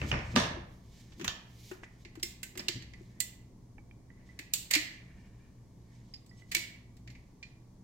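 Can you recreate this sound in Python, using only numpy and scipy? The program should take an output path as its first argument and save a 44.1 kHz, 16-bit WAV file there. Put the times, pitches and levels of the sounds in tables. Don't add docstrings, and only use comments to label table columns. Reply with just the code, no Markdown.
import sys
import numpy as np
from scipy import signal
from scipy.fft import rfft, irfft, next_fast_len
from scipy.io import wavfile
from scipy.ndimage import uniform_filter1d

SR = 44100
rng = np.random.default_rng(int(sys.argv[2]) if len(sys.argv) > 2 else 0)


def master_out(mix):
    frames = np.transpose(np.atleast_2d(mix))
    ceiling = np.clip(frames, -1, 1)
    pcm = np.round(ceiling * 32767).astype(np.int16)
    wavfile.write(sys.argv[1], SR, pcm)


def level_to_linear(level):
    exponent = np.asarray(level, float) / 20
    return 10 ** exponent


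N = 345511
PORT_LAG_S, LEAD_S = .0001, .008

# (low [Hz], high [Hz])
BAND_EDGES_HZ = [(2800, 6000), (1700, 2800), (6000, 15700), (400, 1700)]
BAND_PAN_SHARE = [1, 0.45, 1, 0.68]

# (time [s], peak [dB], weight [dB], sharpness [dB])
PLANK_KNOCKS = [(-0.02, -30, 13, -15), (0.0159, -33, 5.5, -22.5), (0.1156, -24.5, 5.5, -39),
                (0.1391, -34, 9.5, -40), (0.1894, -39.5, 1.5, -28), (0.356, -26, -2, -6),
                (0.3607, -8.5, -5, -12.5), (0.3714, -32.5, -3.5, -8), (0.3844, -33, -1.5, -4.5),
                (0.3994, -21, -10.5, -6.5), (0.4149, -39, -5, -13), (0.4344, -33.5, -2.5, -6.5),
                (0.3400, -50, 11, -18)]
# (time [s], peak [dB], weight [dB], sharpness [dB], contact length [ratio], optional)
GRIPS = [(1.1197, -53, -6, -16), (1.196, -46, 1, -2), (1.2115, -41, -0.5, -2), (1.2435, -30.5, -2.5, 1),
         (1.2782, -19.5, -4, -8, .4), (1.2924, -39, -5, -8)]
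# (time [s], peak [dB], weight [dB], sharpness [dB])
TICKS = [(2.0489, -42, -1, -19), (2.43, -31, -7, 3), (2.574, -32, -3.5, 2.5), (2.8221, -42.5, -2.5, -12),
         (2.9345, -49, 1, -20), (4.3895, -33, -4.5, -4), (6.1369, -43, -12, -10), (6.262, -55, -16, 1),
         (6.3948, -61, -6, -3), (6.9672, -57, -7, 2.5), (7.0745, -43.5, -1, -14.5),
         (7.1009, -45.5, -7, -20), (7.1511, -53, 2.5, -20.5), (7.4275, -40, -6, -34)]
# (time [s], peak [dB], weight [dB], sharpness [dB], contact length [ratio], optional)
CLACKS = [(1.7125, -47.5, 8, -0.5), (2.153, -47.5, -2.5, -3.5), (2.1966, -48, -10, -6),
          (2.553, -47, -3, -5), (2.5935, -32, -8, -15), (2.6034, -42, -3, -6),
          (4.5356, -15.5, -30, 5.5, .55), (4.5415, -28, -25, 5, .5)]
# (time [s], peak [dB], weight [dB], sharpness [dB], contact length [ratio])
SNAPS = [(2.2295, -21.5, -11, 1, .7), (2.683, -16.5, -11, -10, .8), (3.2024, -21.5, -14, 6.5, .6),
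         (3.2103, -30, -12, 6, .2), (4.705, -36, -3, -2, .6), (4.7092, -19, -5, 2, .9),
         (4.727, -31, -1, -6, 1.2), (6.5135, -38, -2, -6, .5), (6.5165, -26, -4, -0.5, 1.3),
         (6.545, -34, 2, -15, .5), (6.548, -13, -11, -1.5, .6), (6.554, -22, -7, -8, .3),
         (6.5665, -19, -12, -8, .45)]
# (time [s], peak [dB], weight [dB], sharpness [dB])
RATTLE = [(4.7352, -12.5, -7.5, -4), (4.7425, -26.5, -0.5, -8.5), (4.75, -14.5, -7.5, -3),
          (4.7590, -26, 4, -10)]
# (time [s], peak [dB], weight [dB], sharpness [dB])
NOZZLE_TAPS = [(1.8337, -53, 16, 2.5), (3.7814, -68, 17, -6), (3.9105, -59.5, 5.7, -17.5),
               (4.1024, -63.5, 4, -12), (4.2894, -68, 8, -8), (6.3124, -67.5, 4, -4.5),
               (6.4194, -58.5, 3, -4.5)]

# (time [s], peak [dB], pitch [Hz], T60 [s])
PLANK_RINGS = [(0.125, -43, 372, .35), (0.3625, -33, 237, .28), (0.366, -40, 1184, .35),
               (0.385, -46, 953, .5), (0.4, -47, 1190, .25)]
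# (time [s], peak [dB], pitch [Hz], T60 [s])
PLANK_EDGE = [(0.0158, -30, 2633, 0.11), (0.1152, -20, 2840, 0.048), (0.365, -24.5, 1185, 0.25)]
# (time [s], peak [dB], pitch [Hz], T60 [s])
CARTRIDGE_THUMPS = [(0.568, -35.5, 343, 0.11), (1.197, -36, 330, 0.08), (1.21, -35, 365, 0.09),
                    (1.714, -31, 362, 0.08), (1.828, -41.5, 338, 0.049), (2.056, -45, 342, 0.071),
                    (2.174, -34.5, 325, 0.051), (2.232, -39, 346, 0.11), (2.562, -44, 363, 0.39),
                    (2.599, -41, 357.6, 0.14), (2.691, -32, 347, 0.066), (3.009, -38.5, 348, 0.048),
                    (4.395, -40.5, 290, 0.045), (4.762, -28, 304.6, 0.11), (6.562, -40.5, 337, 0.13)]
# (time [s], peak [dB], pitch [Hz], T60 [s])
STRIKE_BLIPS = [(1.834, -58, 1900, .25), (4.391, -52, 2500, .2), (4.1025, -58, 1900, .06),
                (6.4208, -57, 2000, .07), (6.263, -65, 7850, .07), (6.293, -66, 7850, .06),
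                (6.375, -69, 7850, .3), (6.375, -66, 5400, .15), (7.4285, -55, 2400, .25),
                (7.4285, -58, 4300, .2), (1.285, -54, 1136, .4), (1.279, -47, 1766, .4),
                (1.2795, -35, 3580, .1), (1.279, -39, 3149, .12), (2.431, -46, 1545, .12),
                (2.431, -42, 2643, .1), (2.6, -46, 2000, .08), (2.685, -36, 4500, .07),
                (2.688, -38, 4950, .07), (3.2035, -32, 7289, .1), (3.2035, -35, 8134, .12),
                (3.2035, -38, 4188, .12), (3.7823, -57, 824, .05), (3.7823, -52, 2277, .05),
                (3.7823, -59, 1750, .03), (3.9113, -55, 2340, .045), (3.9113, -65, 3100, .03),
                (4.537, -30, 7000, .06), (4.537, -32, 4250, .06), (4.74, -32, 2390, .28),
                (4.757, -32, 2160, .12), (6.549, -34, 2500, .15), (6.549, -34, 2720, .1),
                (6.549, -33, 2950, .12), (6.55, -33, 3350, .08), (6.595, -44, 2220, .4),
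                (6.39, -69, 2900, .3)]
# (time [s], peak [dB], pitch [Hz])
ROD_RINGS = [(1.8337, -49.5, 2000), (2.2318, -38.5, 2115), (2.9347, -48.5, 2000), (3.2041, -36, 1990),
             (4.2248, -62, 1990), (4.2901, -51.5, 1990), (4.7363, -23.5, 1990), (4.7514, -27, 2466),
             (6.5495, -22, 2260), (7.0746, -50, 2105), (7.1496, -52.5, 2240), (7.4272, -40.5, 2390)]
# (time [s], peak [dB], pitch [Hz])
LOADED_ROD_RINGS = [(3.785, -70, 2280), (3.915, -70, 2340), (4.1031, -62, 1990), (4.7584, -44, 2300),
                    (6.3124, -59, 1953), (6.4208, -63, 2010), (6.5495, -39.5, 2230)]
# (time [s], peak [dB], pitch [Hz])
FRAME_PINGS = [(2.228, -22.5, 5300), (2.593, -30, 5240), (2.6823, -28.5, 2820), (6.1384, -36.5, 4880),
               (6.2941, -52, 4870)]

# (peak time [s], peak [dB], rise [s], fall [s])
FLOOR_BOOM = [(0.06, -33.5, 0.2, -0.11), (0.13, -34.5, 0.1, 0.17), (0.39, -38.5, 0.2, 0.41),
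              (0.56, -62.5, 0.08, -0.4), (1.282, -48.5, 0.08, 0.09), (2.644, -57, 0.11, -0.74),
              (2.76, -47, 0.067, 0.27)]
# (peak time [s], peak [dB], rise [s], fall [s])
PLANK_THUD = [(0.06, -38.5, 0.058, 0.04), (0.13, -37.5, 0.035, 0.12), (0.368, -27, 0.03, 0.071),
              (0.5, -47.5, 0.18, 0.2), (1.244, -43, 0.07, 0.047), (2.588, -50, 0.067, 0.11),
              (2.76, -46, 0.016, 0.09)]
# (peak time [s], peak [dB], rise [s], fall [s], sheen over 9 kHz [dB])
RUB = [(0.105, -52.5, 0.3, 0.032, -14.5), (0.33, -57.5, 0.38, 0.067, -17), (0.72, -73.5, 0.14, 0.25, -7),
       (1.0, -60.5, 0.17, 0.13, -13.5), (1.134, -63, 0.042, 0.027, -19), (1.19, -61.5, 0.034, 0.02, -11),
       (1.72, -56.5, 0.29, 0.072, -8.5), (1.842, -58, 0.015, 0.015, -28), (2.04, -71, 0.44, 0.02, -13),
       (3.02, -71.5, 0.3, 0.4, -13), (4.274, -71.5, 0.07, 0.3, -17), (4.95, -67, 0.12, 0.12, -25),
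       (5.2, -76.5, 0.28, 0.64, -17.5), (5.98, -73.5, 0.29, 0.46, -33.5),
       (6.12, -76.5, 0.017, 0.018, -20.5), (6.394, -66, 0.067, 0.065, -17), (6.5, -66, 0.037, 0.03, -12.5),
       (7.11, -73, 0.034, 0.04, -4), (7.178, -79.5, 0.08, 0.47, -15)]
# (peak time [s], peak [dB], rise [s], fall [s])
ROD_CREEP = [(1.17, -71.5, 0.45, 0.03), (1.86, -65, 0.023, 0.14), (2.02, -77.5, 0.41, 0.03),
             (2.98, -67, 0.025, 0.22), (3.11, -75, 0.035, 0.045), (3.19, -68, 0.059, 0.02),
             (4.13, -73, 0.13, 0.6), (4.3, -75.5, 0.091, 0.3), (5.0, -67, 0.4, 0.4), (5.33, -93, 0.3, 0.6),
             (5.95, -73.5, 0.22, 0.25)]
# (peak time [s], peak [dB], rise [s], fall [s])
NOZZLE_DRAG = [(1.02, -73, .2, .2), (5.2, -68, .3, .35), (5.46, -74, .15, .2)]

# (frequency [Hz], width [Hz], level [dB])
PLANK_MODES = [(102, 28, -0.5), (242, 27, -1), (937, 53, -20.5), (1194, 41, 16), (1870, 13, -4),
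               (2310, 34, -15), (2820, 71, -19), (3050, 27, -32)]
# (frequency [Hz], width [Hz], level [dB])
FRAME_MODES = [(2000, 130, -7), (2390, 75, -7.5), (2810, 33, -5.5), (4330, 500, -1), (4845, 71, 2.5),
               (4950, 50, -8.5), (6070, 40, -6.5), (7380, 810, 8.5)]
# (frequency [Hz], width [Hz], level [dB])
ROD_MODES = [(1840, 88, 3.5), (1990, 29, 5.5), (2160, 150, 0), (2500, 56, -15)]
# (frequency [Hz], width [Hz], level [dB])
NOZZLE_MODES = [(1800, 110, 0), (2300, 140, -1), (2750, 80, -9)]
# (frequency [Hz], width [Hz], level [dB])
FRIDGE_HUM = [(61.45, 5.2, -63), (118.8, 1.7, -62.5), (181.2, 6.5, -69), (247.8, 2.4, -71.5),
              (10000, 2, -102), (11600, 2, -103)]

# (frequency [Hz], gain [dB])
WOOD = [(400, 8.5), (1000, 8.5), (2000, -3.5), (3000, -4), (4000, -6), (7500, -5), (9000, -6), (16000, -19)]
# (frequency [Hz], gain [dB])
STEEL = [(400, -2), (1000, -4.5), (1500, -5), (2100, 7), (3000, -3), (4500, -3.5), (7500, -5), (9000, -5.5),
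         (11000, -8), (14000, -2), (16000, -6)]
# (frequency [Hz], gain [dB])
PALM = [(400, 0), (1200, 7), (2200, 0), (3500, 4.5), (5000, -1.5), (7000, 5), (9000, -10), (16000, -6)]
# (frequency [Hz], density [dB per Hz])
CLOTH = [(710, -47), (1200, -25), (1910, -9.5), (2260, -0.5), (2720, -10), (2910, -2), (6640, -3),
         (9000, -11.5), (11700, -40), (19800, -120)]
# (frequency [Hz], density [dB per Hz])
AIR = [(12, -52.5), (20, -5), (64, -9.5), (86, -12.5), (123, -0.5), (147, -14), (186, -7), (216, -12.5),
       (318, -17.5), (700, -33), (910, -59.5), (1540, -120)]
# (frequency [Hz], density [dB per Hz])
HISS = [(410, -22), (700, -1.5), (767, -6.5), (819, -2), (1140, -5), (1240, -14), (1520, -15.5),
        (2190, -13.5), (2530, -21), (3280, -19.5), (6320, -15.5), (8530, -22), (10400, -24.5),
        (16000, -29.5)]
# (frequency [Hz], side minus mid [dB])
AIR_SIDE = [(60, -18), (110, -16.5), (200, -18.5), (380, -6.5), (700, -4.5), (1290, -2.5), (2380, -4),
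            (4400, 0.5), (8120, 0), (15000, -12)]
# (frequency [Hz], T60 [s])
ROOM_T60 = [(100, 0.26), (500, 0.65), (2000, 0.58), (5000, 0.42), (9000, 0.35), (12000, 0.28),
            (16000, 0.37)]

# (time [s], left minus right [dB])
PLANK_SIDE = [(0.016, 3), (0.115, 1), (0.19, -11), (0.37, -7), (0.43, 4)]
# (time [s], left minus right [dB])
GUN_SIDE = [(1.1, -1), (1.28, -5.5), (1.75, 1), (2.25, -4), (3.2, -13.5), (4.0, -3), (4.6, -5.5), (6.3, -4),
            (7.4, -2)]


def table(rows, hz):
    rows = np.array(rows)
    return np.interp(np.log(hz + 1), np.log(rows[:, 0]), rows[:, 1])


def colour(x, gain):
    size = next_fast_len(x.shape[-1])
    hz = np.arange(size // 2 + 1) * SR / size
    return irfft(rfft(x, size) * gain(hz), size)[..., :x.shape[-1]]


def unit(x):
    return x / np.sqrt(np.mean(x ** 2))


def band(x, lo_hz, hi_hz):
    return signal.sosfilt(signal.butter(3, (lo_hz, hi_hz), "band", fs=SR, output="sos"), x)


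def walk(rate_hz):
    hold = int(SR / rate_hz)
    steps = np.repeat(rng.standard_normal(N // hold + 1), hold)
    return 1.2 * uniform_filter1d(steps, hold)[:N]


def add(track, time_s, x):
    i = int(time_s * SR)
    x = x[max(-i, 0):N - i]
    start = max(i, 0)
    track[start:start + len(x)] += x


def ports(left, right, lag_s):
    late = colour(left, lambda hz: np.exp(-2j * np.pi * hz * lag_s))
    return np.array([late, right])


def resonances(rows):
    return lambda hz: sum(level_to_linear(db) / (1 + 2j * (hz - f) / w) for f, w, db in rows)


def swells(rows, extra_db=0):
    t, out = np.arange(0, N, 20) / SR, 0
    for (peak_s, db, rise_s, fall_s, *_), more_db in zip(rows, np.resize(extra_db, len(rows))):
        away = np.maximum((peak_s - t) / max(rise_s, .01), (t - peak_s) / max(fall_s, .01))
        out = out + level_to_linear(db + more_db - 20 * away)
    return uniform_filter1d(np.repeat(out, 20)[:N], size=700, mode="nearest")


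def hits(rows, body, chatter_s, rise_s, buzz_s, buzz_db, alike, deep_db, side):
    lead = np.arange(4096) / SR - LEAD_S
    t = np.maximum(lead, 0)
    buzz = level_to_linear(buzz_db) * np.exp(-t / buzz_s)
    rise = np.minimum(t / rise_s, 1)
    scrape = level_to_linear(-25) * np.exp(-np.abs(lead) / 0.002)
    impulse = signal.unit_impulse(len(t), int(LEAD_S * SR))
    out = np.zeros((3, N))
    for time_s, db, weight_db, sharp_db, *contact in rows:
        length = contact[0] if contact else 1
        fade = (np.exp(-(t / chatter_s / length) ** 2) + buzz * length) * rise + scrape
        chatter = rng.standard_normal((2, len(t))) * fade
        chatter[0] = alike * chatter[1] + np.sqrt(1 - alike ** 2) * chatter[0]
        rel_db = (0, weight_db, sharp_db, weight_db + deep_db)
        pan_db = np.interp(time_s, *np.array(side).T) * np.array([[.5], [-.5], [0]])
        hit = 0
        for band_db, share, (lo_hz, hi_hz) in zip(rel_db, BAND_PAN_SHARE, BAND_EDGES_HZ):
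            part = band(np.vstack([chatter, impulse]), lo_hz, hi_hz)
            part[2] = part[2] * np.std(part[1]) / np.std(part[2]) + .4 * part[0]
            hit = hit + level_to_linear(db + band_db + share * pan_db) * part / np.abs(part[1]).max()
        for track, x in zip(out, hit):
            add(track, time_s - LEAD_S, x)
    out = colour(out, lambda hz: level_to_linear(table(body, hz)))
    return ports(out[0], out[1], PORT_LAG_S), out[2]


def rings(rows, rise_s, blip_s, tail_db, split, twin_db, waver_db):
    t, out = np.arange(SR // 2) / SR, np.zeros(N)
    waver = level_to_linear(waver_db * walk(70))
    for time_s, db, hz, t60_s in rows:
        tail = level_to_linear(tail_db) * np.exp(-np.log(1000) * t / t60_s)
        tail = tail * np.resize(waver[int(time_s * SR):], len(t))
        fade = (np.exp(-t / blip_s) + tail) * (1 - np.exp(-t / rise_s))
        twin = level_to_linear(twin_db) * np.sin(2 * np.pi * hz * split * t)
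        add(out, time_s, level_to_linear(db) * fade * (np.sin(2 * np.pi * hz * t) + twin))
    return out


def air():
    out = 0
    for rows, db in [(AIR, -56 + .5 * walk(3)), (HISS, -74)]:
        mid = colour(rng.standard_normal(N), lambda hz: level_to_linear(table(rows, hz)))
        side = colour(rng.standard_normal(N), lambda hz: level_to_linear(table(rows, hz) + table(AIR_SIDE, hz)))
        out = out + level_to_linear(db) * (mid + side * np.array([[1], [-1]])) / np.std(mid)
    for f, width_hz, db in FRIDGE_HUM:
        hum = colour(rng.standard_normal(N), lambda hz: 1 / (1 + (2 * (hz - f) / width_hz) ** 2))
        out = out + level_to_linear(db) * unit(hum)
    return out


def plank():
    knock, push = hits(PLANK_KNOCKS, WOOD, chatter_s=0.0031, rise_s=0.00031, buzz_s=0.033,
                       buzz_db=-21.5, alike=0.18, deep_db=-11.5, side=PLANK_SIDE)
    body = lambda hz: 1 + level_to_linear(-15) * resonances(PLANK_MODES)(hz)
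    boom = swells(FLOOR_BOOM) * unit(band(rng.standard_normal(N), 40, 150))
    thud = swells(PLANK_THUD) * unit(band(rng.standard_normal(N), 150, 340))
    modes = rings(PLANK_RINGS, rise_s=.002, blip_s=.003, tail_db=0.5, split=1.025, twin_db=-7, waver_db=2.5)
    low = (boom + thud + modes) * level_to_linear(np.array([[.8], [-.8]]))
    return colour(knock, body) + low, level_to_linear(7.5) * colour(push, body)


def plank_edge():
    return level_to_linear(5) * rings(PLANK_EDGE, rise_s=0.00033, blip_s=0.0029, tail_db=-20,
                          split=7 / 8, twin_db=-5.5, waver_db=0)


def rustle():
    grains = rng.standard_normal((2, N)) * level_to_linear(1.5 * walk(60))
    grains[1] = .6 * grains[0] + .8 * grains[1]
    low = unit(colour(grains, lambda hz: level_to_linear(table(CLOTH, hz)) * (hz > 1200) * (hz < 9000)))
    high = unit(band(grains, 9000, 15500))
    sheen_db = np.array(RUB)[:, -1]
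    return (swells(RUB) * low + swells(RUB, sheen_db) * high) * level_to_linear(np.array([[-1.5], [1.5]]))


def cartridge():
    return rings(CARTRIDGE_THUMPS, rise_s=0.0036, blip_s=0.0013, tail_db=1.8, split=1, twin_db=-13, waver_db=0)


def creep():
    slips = rng.standard_normal((2, N)) * level_to_linear(2.2 * walk(40))
    rod = swells(ROD_CREEP) * unit(colour(slips, resonances(ROD_MODES)))
    nozzle = swells(NOZZLE_DRAG) * unit(colour(slips[::-1], resonances(NOZZLE_MODES)))
    return rod + nozzle


def grips():
    return hits(GRIPS, PALM, chatter_s=0.0097, rise_s=0.00061, buzz_s=0.021,
                buzz_db=-1, alike=0.16, deep_db=-8.5, side=GUN_SIDE)


def strike_blips():
    return rings(STRIKE_BLIPS, rise_s=.0005, blip_s=.002, tail_db=0.5, split=1.03, twin_db=-8, waver_db=2.5)


def gun_strikes():
    def strike(rows, deep_db):
        return hits(rows, STEEL, chatter_s=0.0087, rise_s=0.00085, buzz_s=0.015,
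                    buzz_db=-7, alike=0.087, deep_db=deep_db, side=GUN_SIDE)

    frame = lambda hz: level_to_linear(-2) * (1 + resonances(FRAME_MODES)(hz))
    ticks, ticks_push = strike(TICKS + RATTLE + SNAPS, deep_db=-10.5)
    clacks, clacks_push = strike(CLACKS, deep_db=6.5)
    return colour(ticks + clacks, frame), colour(ticks_push + clacks_push, frame)


def push_rod():
    free = rings([(*row, 0.48) for row in ROD_RINGS], rise_s=.001, blip_s=0.0109,
                 tail_db=-21.5, split=1.05, twin_db=-8, waver_db=4.5)
    loaded = rings([(*row, 0.75) for row in LOADED_ROD_RINGS], rise_s=.001, blip_s=.01,
                   tail_db=-7, split=1.02, twin_db=-7, waver_db=4.2)
    return level_to_linear(1.5) * free + loaded


def nozzle_taps():
    return hits(NOZZLE_TAPS, WOOD, chatter_s=0.0005, rise_s=.0005, buzz_s=.01,
                buzz_db=-17, alike=0.93, deep_db=-11.5, side=GUN_SIDE)


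def frame_pings():
    return rings([(*row, 0.14) for row in FRAME_PINGS], rise_s=.001, blip_s=.005,
                 tail_db=-16, split=1.04, twin_db=-3, waver_db=6)


def room(push):
    t, tail = np.arange(int(.9 * SR)) / SR, 0
    for hz in 60 * 2 ** np.arange(0, 8.1, .5):
        mid, side = band(rng.standard_normal((2, len(t))), hz / 2 ** .25, hz * 2 ** .25)
        echoes = mid + min(hz / 700, 1) * side * np.array([[1], [-1]])
        tail = tail + echoes * np.exp(-np.log(1000) * t / table(ROOM_T60, hz))
    tail = tail * np.clip((t - .003) / 0.0065, 0, 1)
    tail = tail / np.sqrt(np.sum(tail ** 2, axis=1, keepdims=True))
    level_db = -7.5 + np.array([[-1.2], [1.2]])
    return level_to_linear(level_db) * signal.fftconvolve(push[None], tail, axes=1)[:, :N]


def scene():
    wood, wood_push = plank()
    tube = cartridge()
    grip, grip_push = grips()
    gun, gun_push = gun_strikes()
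    tap, tap_push = nozzle_taps()
    tones = plank_edge() + strike_blips() + push_rod() + frame_pings()

    near = wood + grip + gun + tap
    near = near + ports(tones * level_to_linear(-6.5), tones, PORT_LAG_S)
    near = near + ports(tube, tube * level_to_linear(-6), 0.00024)

    push = wood_push + gun_push + level_to_linear(-1.5) * grip_push + level_to_linear(-6.5) * tap_push
    push = push + level_to_linear(-12) * tones + level_to_linear(-7) * tube
    return near + room(push) + creep() + rustle() + air()


def band_limit(x):
    return signal.sosfilt(signal.butter(12, 16830, fs=SR, output="sos"), x)


def record(dry):
    top_cut = signal.ellip(7, .2, 60, 15800, fs=SR, output="sos")
    rounded = .5 * np.tanh(dry / .5)
    return band_limit(signal.sosfilt(top_cut, rounded))


dry = scene()
out = record(dry)
master_out(out)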